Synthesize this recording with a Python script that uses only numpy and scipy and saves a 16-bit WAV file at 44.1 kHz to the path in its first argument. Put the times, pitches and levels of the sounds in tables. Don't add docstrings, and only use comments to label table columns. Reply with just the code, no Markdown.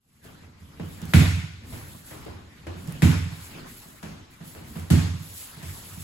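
import sys
import numpy as np
from scipy import signal
from scipy.fft import rfft, irfft
from scipy.io import wavfile
from scipy.ndimage import uniform_filter1d

SR = 44100
rng = np.random.default_rng(int(sys.argv[2]) if len(sys.argv) > 2 else 0)


def master(y):
    cut = np.clip(np.atleast_2d(y).T, -1, 1)
    pcm = np.round(cut * 32767)
    wavfile.write(sys.argv[1], SR, pcm.astype(np.int16))


def voltage_ratio(decibels):
    exponent = np.asarray(decibels, float) / 20
    return 10 ** exponent


N = 266220

# t/s, weight-shifting level/dB, jacket-pull level/dB
EFFORT = [(0.2, -51.5, -54), (0.55, -61.5, -62), (0.8, -50, -57), (1.1, -47.5, -51.5), (1.52, -57, -65),
          (1.73, -44.5, -51.5), (2.02, -58, -58), (2.2, -47.5, -51.5), (2.5, -55.5, -59.5),
          (2.95, -45.5, -52), (3.3, -65, -53.5), (3.6, -47.5, -49), (3.94, -69, -58.5), (4.121, -46.5, -55),
          (4.28, -61, -58), (4.7, -48, -55.5), (5.33, -61.5, -54.5), (5.7, -54.5, -51.5)]
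# f/Hz, density/dB
RUMBLE_COLOUR = [(20, -58), (30, -43), (45, -30), (62, -1), (85, 0.5), (160, -3), (250, -6), (350, -15.5),
                 (600, -22.5), (1200, -43)]
# f/Hz, density/dB
JACKET_COLOUR = [(200, 13), (500, 3.5), (1200, 7.5), (2500, 3.5), (4500, -0.5), (8000, -10), (16000, -33)]
# f/Hz, density/dB
SOLE_COLOUR = [(1500, -16), (3500, -5.5), (6000, -7), (8000, -1), (11000, 0.4), (13000, -3.5), (15000, -4),
               (16500, -15.5)]
# start t/s, speeding up/s, gliding/s, hiss level/dB
SLIDES = [(0.0, 0.01, 0.13, -53), (0.16, 0.068, .02, -64), (0.56, 0.044, 0.21, -67.5),
          (0.78, 0.12, 0.052, -56.5), (1.02, 0.1, .07, -52), (1.62, .12, 0.043, -51),
          (1.8, 0.082, 0.087, -55), (2.03, 0.04, 0.034, -51.5), (2.42, 0.1, 0.14, -70),
          (2.72, 0.088, .2, -58), (3.22, 0.14, 0.089, -55.5), (3.38, 0.047, .02, -51),
          (3.65, .035, .12, -52.5), (3.8, .05, 0.12, -60), (4.29, 0.022, .01, -62),
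          (4.41, 0.064, 0.018, -51.5), (4.62, 0.065, 0.13, -54.5), (5.14, 0.1, 0.068, -51.5),
          (5.26, 0.12, 0.039, -45), (5.61, 0.1, 0.075, -49), (5.78, 0.089, 0.089, -51),
          (5.92, 0.086, .1, -49.5)]
# t/s, peak level/dB, centre f/Hz
SNAPS = [(0.4524, -50, 7000), (1.017, -28, 9500), (1.0195, -32, 3000), (1.0552, -30, 8500),
         (1.6876, -38, 7000), (2.2515, -36, 1200), (2.875, -31, 7000), (2.9232, -28, 9000),
         (4.5505, -36, 1200), (4.798, -27, 11000), (5.618, -34, 700), (5.6253, -33, 7000)]
# t/s, boom peak level/dB, centre f/Hz
DROPS = [
    (0.601, -41, 79),
    (0.82, -33, 81.4),
    (2.429, -45, 77.5),
    (1.05, -34, 80),
    (2.749, -40.5, 81.6),
    (4.2, -48.5, 82.4),
    (4.785, -29.5, 83.5),
    (5.75, -55, 88),
    (5.98, -42, 80),
]
# t/s, boom peak level/dB, slap level/dB, brightness/(dB per octave), boom centre f/Hz
STEPS = [(0.248, -54, -49.5, -4.5, 195), (0.414, -44, -52.5, -2, 67), (0.613, -41, -68, 3, 202),
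         (0.797, -27, -37, -4, 233), (1.016, -27.5, -42, 0, 175), (1.723, -31, -40, -1.5, 84),
         (1.935, -40.5, -53, -6, 218), (2.109, -41.5, -40.5, -1.5, 87), (2.263, -36.5, -38, -4, 104),
         (2.331, -43, -64, -5, 85), (2.668, -30.5, -34.5, -3.5, 85.5), (2.76, -35, -66, -13, 173),
         (2.874, -24.5, -44, -0.5, 160), (3.549, -40, -45, -9, 184), (3.852, -44, -54.5, -8, 236),
         (4.028, -32, -38, -1, 205), (4.402, -34.5, -47.5, -2, 183), (4.547, -41.5, -42.5, -3, 88),
         (4.755, -27, -39.5, -1, 187), (5.564, -36, -47, 0, 136), (5.625, -29, -41, 3.5, 89.6),
         (5.652, -34, -49, 15, 101), (5.901, -38, -62, -16, 102), (5.966, -33, -60, -11, 176)]
# f/Hz, level over the slap/dB, t60/s
MAT_KNOCK = [(346, -1, 0.061), (463, -5.5, 0.12), (657.6, -0.5, 0.085), (1000, -4.5, 0.07)]
# f/Hz, signed strength, t60/s
FLOOR_MODES = [(68.8, 0.08, 1.0), (72.2, -0.3, 0.8), (84.6, 0.61, 0.62), (89.1, 1.0, 0.73),
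               (91.7, -0.8, 0.47), (100.2, -0.44, 0.63), (108.7, 0.2, 1.0), (121.4, 0.2, 0.53),
               (128.6, -0.74, 0.34), (140.9, -0.58, 0.48), (149.2, 0.33, 0.6), (155.6, -0.81, 0.38),
               (160.4, 0.35, 0.57), (174.3, 0.67, 0.47), (181.2, 0.4, 0.2), (208.7, 0.41, 0.43),
               (223.1, -0.61, 0.15), (246.9, 0.44, 0.34), (254.0, -0.26, 0.58), (270.5, -0.06, 0.67),
               (288.0, -0.19, 0.53), (307.1, 0.15, 0.52), (316.6, -0.23, 0.31), (329.8, 0.21, 0.31),
               (353.4, 0.21, 0.37), (385.1, 0.1, 0.15), (423.5, 0.08, 0.51), (468.6, 0.05, 0.73),
               (505.0, 0.06, 0.15)]
# t/s, peak level/dB, boom brightness/(dB per octave)
HEELS = [
    (1.1381, -2.5, -.2),
    (3.0236, -4.5, 2.0),
    (4.9054, -5.3, 1.7),
]
# t/s, echo level/dB, brightness/(dB per octave), crack over echo/dB, arch hollowness
STAMPS = [
    (1.1355, -10, 3, 22, 1.6),
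    (3.0207, -14.5, 2.17, 24.5, 0.88),
    (4.902, -17, 1.5, 23, 0.064),
]
# f/Hz, density/dB
SLAP_COLOUR = [(180, -34), (300, -1), (652, -7), (2210, -13.5), (7250, -21.5), (8840, -19), (10600, -21.5),
               (11300, -23.5), (13800, -27), (15500, -34)]
# f/Hz, width/Hz, level/dB
ARCH_AIR = [(670, 150, -8), (1504, 83, 2), (2260, 750, 3.5), (2530, 37, -14), (3480, 420, -7.5)]
# f/Hz, t60/s
HALL_DECAY = [(250, 1), (500, 0.49), (900, 0.83), (2000, 0.9), (5000, 1), (10000, 0.66), (16000, 0.5)]
# f/Hz, likeness (0 to 1)
LIKENESS = [(60, 0.77), (200, 1), (330, 0.72), (600, 0.087), (5500, 0.066), (7000, 0.78), (9000, 0.56)]
# low f/Hz, high f/Hz, polarity
SHARED_BANDS = [(8500, 9700, -1), (10950, 11900, 1), (13050, 14400, -1), (15250, 17000, 1)]


def evened(x):
    return x / np.sqrt(np.mean(x ** 2) + 1e-20)


def read(points, hz):
    f, value = np.transpose(points)
    return np.interp(np.log(hz + 1), np.log(f + 1), value)


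def add(mix, s, sound):
    part = mix[..., round(s * SR):][..., :sound.shape[-1]]
    part += sound[..., :part.shape[-1]]


def coloured(x, points, tilt_db=0):
    hz = np.fft.rfftfreq(x.shape[-1], 1 / SR)
    gain_db = read(points, hz) + tilt_db * np.log2((hz + 200) / 2000)
    return irfft(rfft(x) * voltage_ratio(gain_db), x.shape[-1])


def stroke(rise_s, hold_s, fade_db_per_s, curve):
    t = np.arange(SR) / SR
    swell = np.clip(t / max(rise_s, 0.005), 0, 1) ** curve
    return swell * voltage_ratio(-fade_db_per_s * np.maximum(t - rise_s - hold_s, 0))


def rustle(points, size, patchy_db, flicker_db):
    hz = np.fft.rfftfreq(size, 1 / SR)
    frames = N // (size // 4) + 5
    a, b, c, d, patches = rng.standard_normal((frames, len(hz), 5)).T
    patches = uniform_filter1d(patches, size=8, axis=0)
    patches = evened(uniform_filter1d(patches, size=12, axis=1))
    flicker = evened(uniform_filter1d(rng.standard_normal(frames), size=3))
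    same = np.clip(read(LIKENESS[:5], hz), 0, 1)[:, None]
    left = a + 1j * b
    right = same * left + np.sqrt(1 - same ** 2) * (c + 1j * d)
    gain_db = read(points, hz)[:, None] + patchy_db * patches + flicker_db * flicker
    z = np.array([left, right]) * voltage_ratio(gain_db)
    return evened(signal.istft(z, nperseg=size, noverlap=3 * size // 4)[1][:, :N])


def floor_rumble():
    s, floor_db, _ = np.transpose(EFFORT)
    level = voltage_ratio(np.interp(np.arange(N) / SR, s, floor_db))
    return level * rustle(RUMBLE_COLOUR, size=2048, patchy_db=1.5, flicker_db=0.7)


def jackets():
    s, _, jacket_db = np.transpose(EFFORT)
    power = voltage_ratio(2 * np.interp(np.arange(N) / SR, s, jacket_db))
    for s, echo_db, *_ in STAMPS:
        flap = voltage_ratio(-28.5 + 0.69 * echo_db) * stroke(0.11, 0.013, fade_db_per_s=187, curve=0.23)
        add(power, s, flap ** 2)
    return np.sqrt(power) * rustle(JACKET_COLOUR, size=512, patchy_db=3.0, flicker_db=-0.1)


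def sliding_soles():
    power = np.zeros(N)
    for s, rise_s, hold_s, db in SLIDES:
        slide = voltage_ratio(db) * stroke(rise_s, hold_s, fade_db_per_s=73, curve=1.28)
        add(power, s, slide ** 2)
    grain_db = 4.8 * np.minimum(rng.exponential(1, (2, N)), 2.8)
    grains = voltage_ratio(grain_db) * (rng.random((2, N)) < 600 / SR)
    crackle = evened(coloured(grains * rng.choice([-1.0, 1.0], N), SOLE_COLOUR))
    hiss = rustle(SOLE_COLOUR, size=256, patchy_db=1.7, flicker_db=0.8)
    return np.sqrt(power) * (hiss + 0.38 * crackle)


def snaps():
    out, t = np.zeros((2, N)), np.arange(400) / SR
    for s, db, hz in SNAPS:
        noise = rng.standard_normal(400) + 0.5 * rng.standard_normal((2, 400))
        tick = coloured(noise * np.exp(-t / 0.0004), [(hz / 4, -12), (hz, 0), (17000, -6)])
        add(out, s, voltage_ratio(db) * tick / abs(tick.mean(0)).max())
    return out


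def struck(hz, t60, rise_s):
    t = np.arange(SR) / SR
    return np.sin(2 * np.pi * hz * t) * voltage_ratio(-60 * t / t60) * (1 - np.exp(-t / rise_s))


def ringing():
    hz, _, t60 = np.transpose(FLOOR_MODES)
    t = np.arange(round(0.9 * SR))[:, None] / SR
    return np.sin(2 * np.pi * hz * t) * voltage_ratio(-60 * t / t60)


def damped_ringing():
    rings = ringing()
    quick = voltage_ratio(-25.0 * np.arange(len(rings)) / SR)[:, None]
    return (rings * quick)[:30000]


def right_weights():
    hz = np.transpose(FLOOR_MODES)[0]
    return voltage_ratio(1.25 - 0.005 * (hz - 70)) + (hz / 400) ** 2 * rng.standard_normal(len(hz))


def boom(rings, strength, right):
    pair = np.array([rings @ (strength * (2 - right)), rings @ (strength * right)])
    pushed = signal.oaconvolve(pair, np.hanning(150)[None])
    pushed = signal.lfilter(*signal.butter(2, 60, "hp", fs=SR), pushed)
    return pushed / abs(pushed.mean(0)).max()


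def hall_tail(soft_ms, early, size):
    t = np.arange(size) / SR
    hz, frame_s, z = signal.stft(rng.standard_normal((2, size)), SR, nperseg=256)
    patches = uniform_filter1d(rng.standard_normal(z.shape[1:]), size=3, axis=0)
    patches = evened(uniform_filter1d(patches, size=9, axis=1))
    z = z * voltage_ratio(1.3 * patches - 60 * frame_s / read(HALL_DECAY, hz)[:, None])
    tail = signal.istft(z, SR, nperseg=256)[1][:, :size]
    tail *= 1 - np.exp(-t / (0.00037 + soft_ms / 1000))
    return tail * (1 + early * np.exp(-t / 0.0062))


def contact(soft_ms, cupped, size):
    t = np.arange(size) / SR
    lasts = 0.0005 + soft_ms / 3000
    flat = round(lasts * SR * 2)
    burst = rng.standard_normal(size) * t / lasts * np.exp(-t / lasts)
    pop = np.sin(2 * np.pi * 1900 * t) * np.exp(-t / 0.0007)
    burst += 1.1 * cupped * np.roll(pop, flat)
    burst[flat] += 4 * (soft_ms == 0)
    direct = burst + 0.35 * np.roll(burst, 130) + 0.4 * np.roll(burst, 290)
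    pair = np.array([np.roll(direct, 4), 0.8 * direct])
    return pair / np.sqrt(1 + 2 * soft_ms)


def slap(tilt_db, soft_ms, direct_db, cupped, early, size):
    mixed = hall_tail(soft_ms, early, size) + voltage_ratio(direct_db) * contact(soft_ms, cupped, size)
    sound = coloured(mixed, SLAP_COLOUR, tilt_db) * voltage_ratio([[0.5], [-0.5]])
    hz = np.fft.rfftfreq(size, 1 / SR)
    hollow = 1 + cupped * sum(voltage_ratio(db) / (1 + 2j * (hz - centre) / width) for centre, width, db in ARCH_AIR)
    t = np.arange(size) / SR
    sound = irfft(rfft(sound) * hollow, size) * np.clip(8 * (0.97 - t / t[-1]), 0, 1)
    return sound / np.sqrt(np.mean(sound[:, SR // 100:SR // 20] ** 2))


def weight_drops(right):
    out, damped = np.zeros((2, N)), damped_ringing()
    hz, strength, _ = np.transpose(FLOOR_MODES)
    late_booms = [(s + 0.23, db - 21.5, 145) for s, db, _ in HEELS]
    for s, db, centre_hz in DROPS + late_booms:
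        near = np.exp(-(np.log2(hz / centre_hz) / 0.37) ** 2)
        add(out, s, voltage_ratio(db) * boom(damped, strength * near, right))
    return out


def light_steps(right):
    out, damped = np.zeros((2, N)), damped_ringing()
    hz, strength, _ = np.transpose(FLOOR_MODES)
    for s, boom_db, slap_db, tilt_db, centre_hz in STEPS:
        soft_ms = min(3.2 + 1.5 * (-39.5 - slap_db), 7.7)
        near = 0.37 + np.exp(-(np.log2(hz / centre_hz) / 0.44) ** 2)
        spot = strength * (1 + 0.63 * rng.standard_normal(len(hz))) * near
        add(out, s + 0.0037, voltage_ratio(boom_db) * boom(damped, spot, right))
        sole = slap(tilt_db, max(soft_ms, 0.1), direct_db=13.2, cupped=0.031, early=0.81, size=20480)
        add(out, s, voltage_ratio(slap_db - 5.0) * sole)
        knock = sum(voltage_ratio(slap_db + db) * struck(f, t60, 0.012) for f, db, t60 in MAT_KNOCK)
        add(out, s, knock[None])
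    return out


def stamps(right):
    out, rings = np.zeros((2, N)), ringing()
    hz, strength, _ = np.transpose(FLOOR_MODES)
    for s, db, tilt_db in HEELS:
        bright = voltage_ratio(tilt_db * np.log2(hz / 160) + 5 * (hz > 400))
        add(out, s, voltage_ratio(db) * boom(rings, strength * bright, right))
        heave = struck(43.2, t60=0.28, rise_s=0.02)
        add(out, s, voltage_ratio(db - 35) * heave[None])
    for s, echo_db, tilt_db, crack_db, cupped in STAMPS:
        sole = slap(tilt_db, 0, crack_db - 19.5, cupped, early=0.067, size=32768)
        add(out, s, voltage_ratio(echo_db - 13.5) * sole)
    return out


def scene():
    hush_db = np.interp(np.arange(N) / SR, [0, 0.1, 0.22, 0.245], [-30.0, -17.0, -9, 3.5])
    moving = floor_rumble() + jackets() + sliding_soles()
    right = right_weights()
    feet = weight_drops(right) + light_steps(right) + stamps(right)
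    return moving * voltage_ratio(hush_db) + snaps() + feet


def joined_treble(left, right, hz, block):
    same = np.clip(read(LIKENESS, hz), 0, 1) * (hz > 5500)
    turn = same * np.exp(2j * np.pi * (hz - 7050) / 4330)
    joined = turn[:, None] * left + np.sqrt(1 - same ** 2)[:, None] * right
    for low, high, sign in SHARED_BANDS:
        shift = rng.choice([-250, 0, 0, 250], (2, len(block)))[:, block]
        band = (hz[:, None] >= low + shift[0]) & (hz[:, None] < high + shift[1])
        joined = np.where(band, sign * left, joined)
    return joined


def top_edge(left, hz, block):
    top = np.bincount(block, (abs(left[hz > 14400]) ** 2).sum(0))[block]
    masking = 1 + 600 * uniform_filter1d((abs(left) ** 2).sum(0), size=64)
    return np.clip(14000 + 7000 * top / np.median(top) / masking, 14900, 15900)


def top_cut(x):
    return signal.sosfilt(signal.butter(12, 17140, fs=SR, output="sos"), x)


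def record(dry):
    hz, t, (left, right) = signal.stft(dry, SR, nperseg=256, noverlap=192)
    block = (np.arange(len(t)) + 9) // 16
    joined = joined_treble(left, right, hz, block)
    treble = uniform_filter1d((abs(left[hz > 5000]) ** 2).sum(0), size=3) + 1e-14
    click = treble > 5 * np.roll(uniform_filter1d(treble, size=6), 4)
    edge_hz = np.where(click, 16600, top_edge(left, hz, block))
    ports = np.array([left, np.where(click, right, joined)]) * (hz[:, None] < edge_hz)
    wave = signal.istft(ports, SR, nperseg=256, noverlap=192)[1][:, :N]
    wave = 1.2 * np.tanh(wave / 1.2)
    return top_cut(wave)


dry = scene()
out = record(dry)
master(out)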